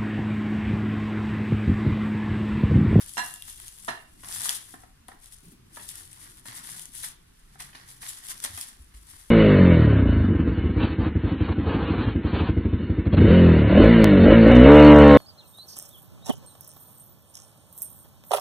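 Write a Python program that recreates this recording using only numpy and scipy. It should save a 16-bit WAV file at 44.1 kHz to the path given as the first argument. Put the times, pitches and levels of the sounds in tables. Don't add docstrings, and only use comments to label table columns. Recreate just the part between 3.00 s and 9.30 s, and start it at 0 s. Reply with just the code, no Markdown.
import sys
import numpy as np
from scipy import signal
from scipy.fft import rfft, irfft, next_fast_len
from scipy.io import wavfile
from scipy.ndimage import uniform_filter1d, map_coordinates

SR = 44100
rng = np.random.default_rng(int(sys.argv[2]) if len(sys.argv) > 2 else 0)


def attenuation_scalar(level_db):
    decades = np.asarray(level_db, float) / 20
    return 10 ** decades


def digitize_waveform(pressure):
    field = np.atleast_2d(pressure).T
    bounded = np.clip(field, -1, 1)
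    quanta = np.round(bounded * 32767).astype(np.int16)
    wavfile.write(sys.argv[1], SR, quanta)


N = 277962

# peak_s, crackle_db, swell_s and sink_s (time
# per 10 dB), flex_over_crackle_db
HAND_GRIPS = [(0.014, -40.6, 0.027, 0.04, -12.1), (0.095, -44.5, 0.056, 0.015, -14.6),
              (0.185, -42.0, 0.01, 0.03, -15.0), (0.263, -39.7, 0.158, 0.106, -17.1),
              (0.483, -42.2, 0.067, 0.081, -14.1), (0.65, -45.7, 0.094, 0.124, -12.9),
              (0.88, -47.3, 0.149, 0.103, -15.6), (1.243, -49.3, 0.012, 0.163, -1.9),
              (1.343, -33.2, 0.047, 0.135, -18.7), (1.4, -39.6, 0.03, 0.04, -12.8),
              (1.493, -29.8, 0.096, 0.071, -9.2), (1.693, -48.4, 0.021, 0.088, -13.7),
              (2.086, -57.0, 0.008, 0.047, -8.1), (2.236, -50.9, 0.024, 0.083, -10.4),
              (2.329, -47.3, 0.016, 0.045, -14.8), (2.523, -59.0, 0.187, 0.032, -10.4),
              (2.756, -50.0, 0.034, 0.248, -7.6), (2.892, -42.4, 0.062, 0.044, -17.4),
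              (2.97, -42.9, 0.056, 0.075, -12.3), (3.133, -50.2, 0.031, 0.021, -18.7),
              (3.238, -48.2, 0.108, 0.09, -6.3), (3.4, -52.7, 0.2, 0.008, -14.5),
              (3.458, -44.4, 0.005, 0.08, -2.3), (3.56, -44.2, 0.06, 0.143, -4.4),
                 (3.642, -44.8, 0.042, 0.199, -10.7), (3.812, -42.6, 0.126, 0.046, -14.5),
                 (3.965, -39.2, 0.028, 0.058, -13.8), (4.045, -31.1, 0.024, 0.034, -8.6),
                 (4.55, -63.9, 0.2, 0.03, -2.3), (4.602, -44.1, 0.008, 0.075, -4.0),
                 (4.755, -55.7, 0.02, 0.1, 6.3), (4.891, -48.9, 0.019, 0.062, -8.8),
                 (5.026, -42.0, 0.012, 0.131, -7.0), (5.093, -35.1, 0.027, 0.026, -21.3),
                 (5.173, -48.2, 0.008, 0.031, -4.1), (5.306, -35.9, 0.059, 0.023, -10.4),
                 (5.448, -29.0, 0.016, 0.018, -9.7), (5.499, -48.3, 0.37, 0.224, -7.2),
                 (5.578, -43.1, 0.01, 0.015, -7.9), (5.628, -38.2, 0.08, 0.017, -13.1),
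                 (5.703, -46.0, 0.318, 0.033, -8.5), (5.82, -62.2, 0.03, 0.05, -8.0),
                 (5.947, -57.4, 0.014, 0.21, -7.7), (6.094, -50.2, 0.021, 0.222, -7.2)]
# start_s, peak_db, low_part_db
LOUD_CREASES = [(0.1795, -20.7, 4.7), (0.2443, -23.8, -8.2), (0.3401, -23.3, -20.7), (0.4229, -20.0, -27.0),
                (0.6005, -26.4, -29.6), (0.6205, -34.1, -19.9), (0.6818, -20.6, -25.4),
                (0.848, -29.3, -17.7), (1.287, -22.8, -21.2), (1.3259, -17.7, -27.3), (1.4935, -4.5, -29.5),
                (2.0837, -25.7, -17.3), (2.2593, -30.9, -29.1), (2.7611, -30.0, -11.0),
                (2.8903, -21.2, -30.8), (2.9562, -25.0, -26.0), (3.1308, -28.5, -27.5),
                (3.71, -30.1, -17.9), (3.7958, -22.8, -28.2), (3.8561, -24.0, -35.0),
                (3.9529, -26.1, -23.9), (4.0337, -22.4, -20.6), (4.6039, -29.9, -9.1), (5.021, -32.0, -9.0),
                (5.0898, -21.3, -24.7), (5.2864, -22.0, -20.0), (5.4026, -23.1, -14.9),
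                (5.449, -11.8, -24.2), (5.5767, -21.3, -15.7), (5.6126, -15.2, -30.8)]
STRAY_DB, STRAY_SCATTER_DB, STRAY_LOW_DB = 13.5, 3, -20.5
# pitch_hz, level_db (per Hz)
CREASE_COLOUR = [(1470, -37), (2600, -15.5), (3410, -6.5), (3980, -11.5), (5390, -8.5), (7020, -7),
                 (9220, -3), (10100, 0.5), (14600, -17), (15500, -18.5), (16000, -52)]
# pitch_hz, level_db (per Hz)
SHEET_COLOUR = [(260, -45), (450, -9.5), (541, -10), (623, -8.5), (1060, 0.5), (1400, 1.5), (1900, 3),
                (2550, -7), (3970, -3.5), (6000, -6.5), (7800, -27), (13200, -120)]
# start_s, left_minus_right_db
HAND_SIDES = [(0.0, 5.5), (0.12, 5.5), (0.54, 4.5), (1.0, 8), (1.16, 5.5), (3.89, 6.5), (4.54, 2.5),
              (5.49, 3.5), (5.89, 4.5), (6.3, 7)]

# start_s, level_db
TRAFFIC_LEVEL = [(0.0, -64), (0.63, -71), (1.47, -61), (2.3, -72.5), (2.67, -64.5), (3.03, -62),
                 (3.86, -66.5), (4.35, -69.5), (5.3, -67), (6.3, -71.5)]
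# pitch_hz, level_db (per Hz)
DEEP_COLOUR = [(8.8, -25), (15, -1.5), (32, -0.5), (64, -8.5), (96, -11), (130, -15), (170, -49),
               (290, -120)]
# pitch_hz, level_db (per Hz)
TRAFFIC_COLOUR = [(53, -29), (90, -0.5), (221, -6), (263, -8), (367, -9.5), (410, -19.5), (600, -28.5),
                  (780, -60), (1320, -120)]
# pitch_hz, level_db (per Hz)
HISS_COLOUR = [(240, -21), (400, 1.5), (562, -2.5), (949, -0.5), (1110, 0), (1230, -1), (3160, -3.5),
               (6850, -8), (9610, -6), (14600, -14), (16000, -44.5)]
DEEP_DB, DEEP_SWAY_DB, HISS_DB = -63.5, 1.7, -67
# pitch_hz, likeness (-1 to 1)
PORT_LIKENESS = [(60, 0.96), (130, 0.96), (290, 0.426), (640, -0.81), (1410, 0.36), (3100, -0.215),
                 (6820, -0.27), (15000, 0.15)]

# start_s, peak_db, ring_share_db, brightness_db (per octave)
BOWL_CONTACTS = [
    (.17, -23.5, 2.5, 0.5),
    (.178, -18, 0.7, -0.5),
    (.188, -22.5, 2, -1),
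    (.193, -23, -2.5, 3),
    (.88, -27.5, -14, 4),
    (.884, -18.5, -17.5, 16),
    (.89, -23.5, -20, 4),
    (.908, -30, -20, 4),
]
# pitch_hz, level_db, t60_s
BOWL_MODES = [(707, -15, 0.28), (716, -13, 0.25), (979, -10, 0.18), (1013, -15, 0.3), (1294, -12, 0.18),
              (1665.4, -3, 0.31), (1695, -9, 0.31), (1885, -7, 0.097), (2772, -13, 0.62), (2792, -8, 0.4),
              (4120, -12, 0.237), (5700, -6.5, 0.1), (7490, -12, 0.11), (9100, -14, 0.08)]
# pitch_hz, level_db (per Hz)
TABLE_COLOUR = [(100, -32.5), (250, -13.5), (550, -17.5), (700, -6.5), (1000, -4.5), (1400, -9),
                (1850, -2.5), (2250, -17), (3500, -17), (6000, -25.5), (9000, -29), (12000, -59)]

# start_s, level_db
BOARD_SHOVES = [(.31, -54), (.62, -54.5), (.885, -45), (2.14, -51.5), (2.431, -47.5), (2.461, -47.5),
                (2.475, -48), (2.52, -47.5), (2.55, -60), (5.27, -58), (5.339, -56), (5.41, -52),
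                (5.5, -49), (5.57, -51)]
# pitch_hz, level_db (per Hz)
BOARD_COLOUR = [(80, -27), (130, 4), (215, -1), (320, -3), (400, -7), (480, -28.5)]
# start_s, peak_db, pitch_hz, thump_db
WORKTOP_KNOCKS = [(1.234, -40.5, 1117, -11.5), (1.739, -39.5, 749.3, -4.5), (1.835, -45.5, 732, -22),
                  (2.085, -40, 733, -10), (2.117, -43.5, 757, -11), (2.77, -35.5, 966, -16),
                  (2.795, -43.5, 1895, -9), (3.455, -43, 1003, -11), (3.484, -41.5, 1948, -11),
                  (4.057, -54, 1784, -28), (4.556, -48.5, 718, -25.5), (4.607, -40, 1890, -28.5),
                  (4.73, -48, 1788, -20), (4.749, -41, 1750, -12), (5.03, -40, 1825, -30),
                  (5.447, -36.5, 1067, -17), (5.577, -38.5, 1946, -18), (5.941, -54, 2030, -9)]
# multiple_of_pitch, level_db, t60_s
WOOD_MODES = [(1.01, -2.5, 0.042), (.6, -6.5, 0.026), (1.35, -2.5, 0.028), (1.75, -5, 0.037),
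              (2.4, -7, 0.022)]
# start_s, peak_db, pitch_hz, t60_s
COUNTER_THUDS = [(2.59, -54, 125, 0.218), (3.479, -47, 118.6, 0.18), (5.496, -41, 89, 0.1),
                 (5.534, -39.5, 87, 0.14), (5.795, -41, 65, 0.2), (5.941, -42, 51.6, 0.37),
                 (6.13, -45.5, 69.7, 0.096)]
# start_s, firing_hz, level_db
ENGINE_PASS = [(3.5, 133.7, -57), (3.602, 138, -71), (3.708, 159, -62), (4.434, 160.1, -73),
               (4.532, 143.8, -63.5), (5.25, 116.4, -63.5)]

# pitch_hz, t60_s
KITCHEN_ECHO = [(200, 0.45), (1000, 0.38), (4000, 0.38), (12000, 0.056)]
# pitch_hz, left_minus_right_db
PORT_COLOUR = [(60, 0), (200, -1), (380, -4), (700, 8), (1200, -1.5), (1900, -8), (2600, -1), (4400, -3.5),
               (6500, -1.5), (9500, 8), (12500, 3), (15000, 5)]


def unit(x):
    return x / np.sqrt(np.mean(x ** 2) + 1e-20)


def along(points, hz):
    f, v = np.transpose(points)
    return np.interp(np.log(hz + 1), np.log(f + 1), v)


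def curves(rows):
    s, *cols = np.transpose(rows)
    return [np.interp(np.arange(N) / SR, s, c) for c in cols]


def wobble(rate):
    knots = rng.standard_normal(int(N * rate / SR) + 4)
    return map_coordinates(knots, [np.arange(N) * rate / SR])


def coloured(x, spectrum):
    gain = attenuation_scalar(along(spectrum, np.fft.rfftfreq(4096, 1 / SR)))
    cepstrum = irfft(np.log(gain + 1e-4))
    cepstrum[1:2048] *= 2
    cepstrum[2049:] = 0
    pulse = irfft(np.exp(rfft(cepstrum)))
    return signal.fftconvolve(x, pulse[None] / np.linalg.norm(pulse), axes=1)[:, :N]


def bursts(times, sizes, pan_db, t60, lag, spread, size=64):
    shape = rng.standard_normal((len(times), size + 1))
    late = np.round(lag + spread * shape[:, 0]).astype(int)
    fade = attenuation_scalar(-60 * np.arange(size) / SR / t60)
    body = shape[:, 1:] * fade
    body *= (sizes * np.linalg.norm(fade) / np.linalg.norm(body, axis=1))[:, None]
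    start = np.round(times * SR).astype(int)[:, None] + np.arange(size)
    ports = []
    for at, db in [(start + late[:, None], pan_db / 2), (start, -pan_db / 2)]:
        heard = body * attenuation_scalar(db)[:, None]
        ports.append(np.bincount(np.clip(at, 0, N).ravel(), heard.ravel(), N + 1)[:N])
    return np.array(ports)


def effort():
    grips = np.array(HAND_GRIPS)
    s, db, swell, sink, flex_db = np.transpose(grips)[:, :, None]
    t = np.arange(0, N + 64, 64) / SR
    crackle_db = db - 10 * np.maximum((s - t) / np.abs(swell), (t - s) / np.abs(sink))
    gains = []
    for level_db in (crackle_db, crackle_db + flex_db):
        gain = np.sqrt(np.sum(attenuation_scalar(2 * level_db), axis=0))
        gains.append(np.interp(np.arange(N) / SR, t, gain))
    return gains


def crackle(count, scatter_db, clump_db, t60):
    row = rng.random((count, 3))
    times = row[:, 0] * (N - 1) / SR
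    clumping = 0.16 * wobble(15) + 0.75 * wobble(45) + 0.52 * wobble(220)
    clumps = clump_db * clumping[(times * SR).astype(int)]
    sizes = attenuation_scalar(np.minimum(-scatter_db * np.log(1 - row[:, 1]), 15) + clumps)
    return unit(bursts(times, sizes, 6 * (row[:, 2] - .5), t60, lag=-19, spread=4, size=32))


def strays(crisp_gain, count):
    row = rng.random((count, 3))
    s = row[:, 0] * (N - 1) / SR
    grip_db = 20 * np.log10(crisp_gain[(s * SR).astype(int)])
    db = grip_db + STRAY_DB - STRAY_SCATTER_DB * np.log(1 - .95 * row[:, 1])
    return np.transpose([s, db, STRAY_LOW_DB + 12 * (row[:, 2] - .5)])


def film():
    crisp_gain, sheet_gain = effort()
    pan_db, = curves(HAND_SIDES)
    sides = attenuation_scalar(np.outer([.5, -.5], pan_db - np.mean(pan_db)))
    crisp = attenuation_scalar(0.67) * crisp_gain * crackle(count=22000, scatter_db=1.0, clump_db=2.5, t60=0.0019)
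    sheet = attenuation_scalar(1.5) * sheet_gain * crackle(count=9000, scatter_db=3, clump_db=3.0, t60=0.0022)
    s, db, low_db = np.vstack([LOUD_CREASES, strays(crisp_gain, count=70)]).T
    snap = bursts(s, attenuation_scalar(db - 2), 0 * s, 0.0034, lag=-19, spread=4, size=192)
    flex = bursts(s, attenuation_scalar(db + low_db - 5.5), 0 * s, 0.0072, lag=-16.5, spread=8.7, size=256)
    return coloured(sides * (crisp + snap), CREASE_COLOUR) + coloured(sheet + flex, SHEET_COLOUR)


def rush(spectrum, patchy_db):
    hz, _, z = signal.stft(rng.standard_normal((2, N + 4096)), SR, nperseg=2048)
    patches = uniform_filter1d(rng.standard_normal(z.shape[1:]), 4, axis=0)
    patches = uniform_filter1d(patches, 3, axis=1)
    turn = np.arccos(np.clip(along(PORT_LIKENESS, hz), -1, 1))[:, None] / 2
    gain = attenuation_scalar(patchy_db * unit(patches) + along(spectrum, hz)[:, None])
    shares = [np.cos(turn), np.sin(turn)]
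    mid, side = signal.istft(z * gain * shares, SR, nperseg=2048)[1][:, :N]
    return unit(np.array([mid + side, mid - side]))


def background():
    traffic_db, = curves(TRAFFIC_LEVEL)
    hum = attenuation_scalar(DEEP_DB + 3.5 + DEEP_SWAY_DB * wobble(1.4)) * rush(DEEP_COLOUR, patchy_db=1.5)
    traffic = attenuation_scalar(traffic_db + 3.5) * rush(TRAFFIC_COLOUR, patchy_db=3.5)
    return hum + traffic + attenuation_scalar(HISS_DB + 3.0) * rush(HISS_COLOUR, patchy_db=1.4)


def bowl():
    ring, t = np.zeros((2, N + SR)), np.arange(SR // 2) / SR
    for s, db, ring_db, bright_db in BOWL_CONTACTS:
        for hz, mode_db, t60 in BOWL_MODES:
            turn = rng.uniform(0, 2 * np.pi) + 0.9 * rng.standard_normal(2)[:, None]
            tilt_db = bright_db * np.clip(np.log2(hz / 1700), -.5, .7)
            fade = attenuation_scalar(db + ring_db + tilt_db + mode_db - 11.5 - 60 * t / t60)
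            ring[:, round(s * SR):][:, :len(t)] += fade * np.sin(2 * np.pi * hz * t + turn)
    rocking = attenuation_scalar(4.2 * np.array([wobble(35.0), wobble(35.1)]))
    s, db, *_ = np.transpose(BOWL_CONTACTS)
    blow = bursts(s, attenuation_scalar(db - 3.5), -3 + 0 * s, 0.033, lag=-13.5, spread=3, size=1024)
    rattle = bursts(s, attenuation_scalar(db - 17.5), -3 + 0 * s, 0.248, lag=-15.5, spread=4.0, size=9000)
    return rocking * attenuation_scalar([[-1.5], [1.5]]) * ring[:, :N], coloured(blow + rattle, TABLE_COLOUR)


def shoves():
    s, db = np.transpose(BOARD_SHOVES)
    puffs = bursts(s, attenuation_scalar(db - 3), 0 * s, 0.16, lag=-15, spread=3, size=4000)
    return coloured(puffs, BOARD_COLOUR)


def knocks():
    out, t = np.zeros((2, N + SR)), np.arange(SR // 8) / SR
    multiple, level_db, t60 = np.transpose(WOOD_MODES)[:, :, None]
    attack = 1 - np.exp(-t / 0.00064)
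    for s, db, hz, thump_db in WORKTOP_KNOCKS:
        modes = hz * multiple * (1 + 0.041 * rng.standard_normal(t60.shape))
        turns = 1.84 * rng.random((2, *t60.shape))
        body = np.sum(attenuation_scalar(level_db - 60 * t / t60) * np.sin(2 * np.pi * modes * t + turns), axis=1)
        thump = attenuation_scalar(thump_db + 4.5 - 60 * t / 0.041) * np.sin(2 * np.pi * 260 * t)
        out[:, round(s * SR):][:, :len(t)] += attenuation_scalar(db + 1.24) * (body + thump) * attack
    s, db, *_ = np.transpose(WORKTOP_KNOCKS)
    crack = bursts(s, attenuation_scalar(db - 5), 0 * s, 0.065, lag=-16.5, spread=4.9, size=2048)
    return out[:, :N] + coloured(crack, TABLE_COLOUR)


def thuds():
    out, t = np.zeros(N + SR), np.arange(SR // 2) / SR
    attack = 1 - np.exp(-t / 0.008)
    for s, db, hz, t60 in COUNTER_THUDS:
        swing = -np.sin(2 * np.pi * hz * t)
        out[round(s * SR):][:len(t)] += attenuation_scalar(db + 4.5 - 60 * t / t60) * swing * attack
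    return out[:N]


def engine():
    hz, db = curves(ENGINE_PASS)
    t = np.arange(N) / SR
    first_s, last_s = ENGINE_PASS[0][0], ENGINE_PASS[-1][0]
    near = np.clip(np.minimum(t - first_s, last_s - t) / 0.175, 0, 1)
    turn = 2 * np.pi * np.cumsum(hz * (1 + 0.015 * wobble(15))) / SR
    tone = np.sin(turn) + 0.37 * np.sin(1.45 * turn)
    return near * attenuation_scalar(db + 1.32 + 2.1 * wobble(8.8)) * tone


def room(x):
    wet, step = np.zeros((2, N + 2 * SR)), SR // 3
    for at in range(0, N, step):
        hz, t, z = signal.stft(rng.standard_normal((2, SR // 2)), SR, nperseg=256)
        fade = attenuation_scalar(-60 * t / along(KITCHEN_ECHO, hz)[:, None])
        tail = signal.istft(z * fade, SR, nperseg=256)[1]
        piece = signal.fftconvolve(x[:, at:at + step], tail / np.linalg.norm(tail[0]), axes=1)
        wet[:, at + 200:at + 200 + piece.shape[1]] += piece
    return wet[:, :N]


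def scene():
    near, (ring, bang), taps = film(), bowl(), knocks()
    wet = room(attenuation_scalar(-10.5) * near + attenuation_scalar(-9.0) * ring + attenuation_scalar(-8) * bang + attenuation_scalar(-7.5) * taps)
    objects = near + ring + bang + taps + wet
    ported = []
    for k, side in enumerate((1, -1)):
        colour = [(hz, side * db / 2) for hz, db in PORT_COLOUR]
        ported.append(coloured(objects[[k]], colour)[0])
    return np.array(ported) * attenuation_scalar([[1.5], [-2.5]]) + thuds() + shoves() + engine() + background()


def low_pass(x):
    return signal.sosfilt(signal.butter(12, 16470, fs=SR, output="sos"), x)


def record(dry):
    top_hz = 15850
    size = next_fast_len(N)
    passed = np.fft.rfftfreq(size, 1 / SR) < top_hz
    kept = irfft(rfft(dry, size) * passed, size)[:, :N]
    return low_pass(kept)


dry = scene()
out = record(dry)
digitize_waveform(out)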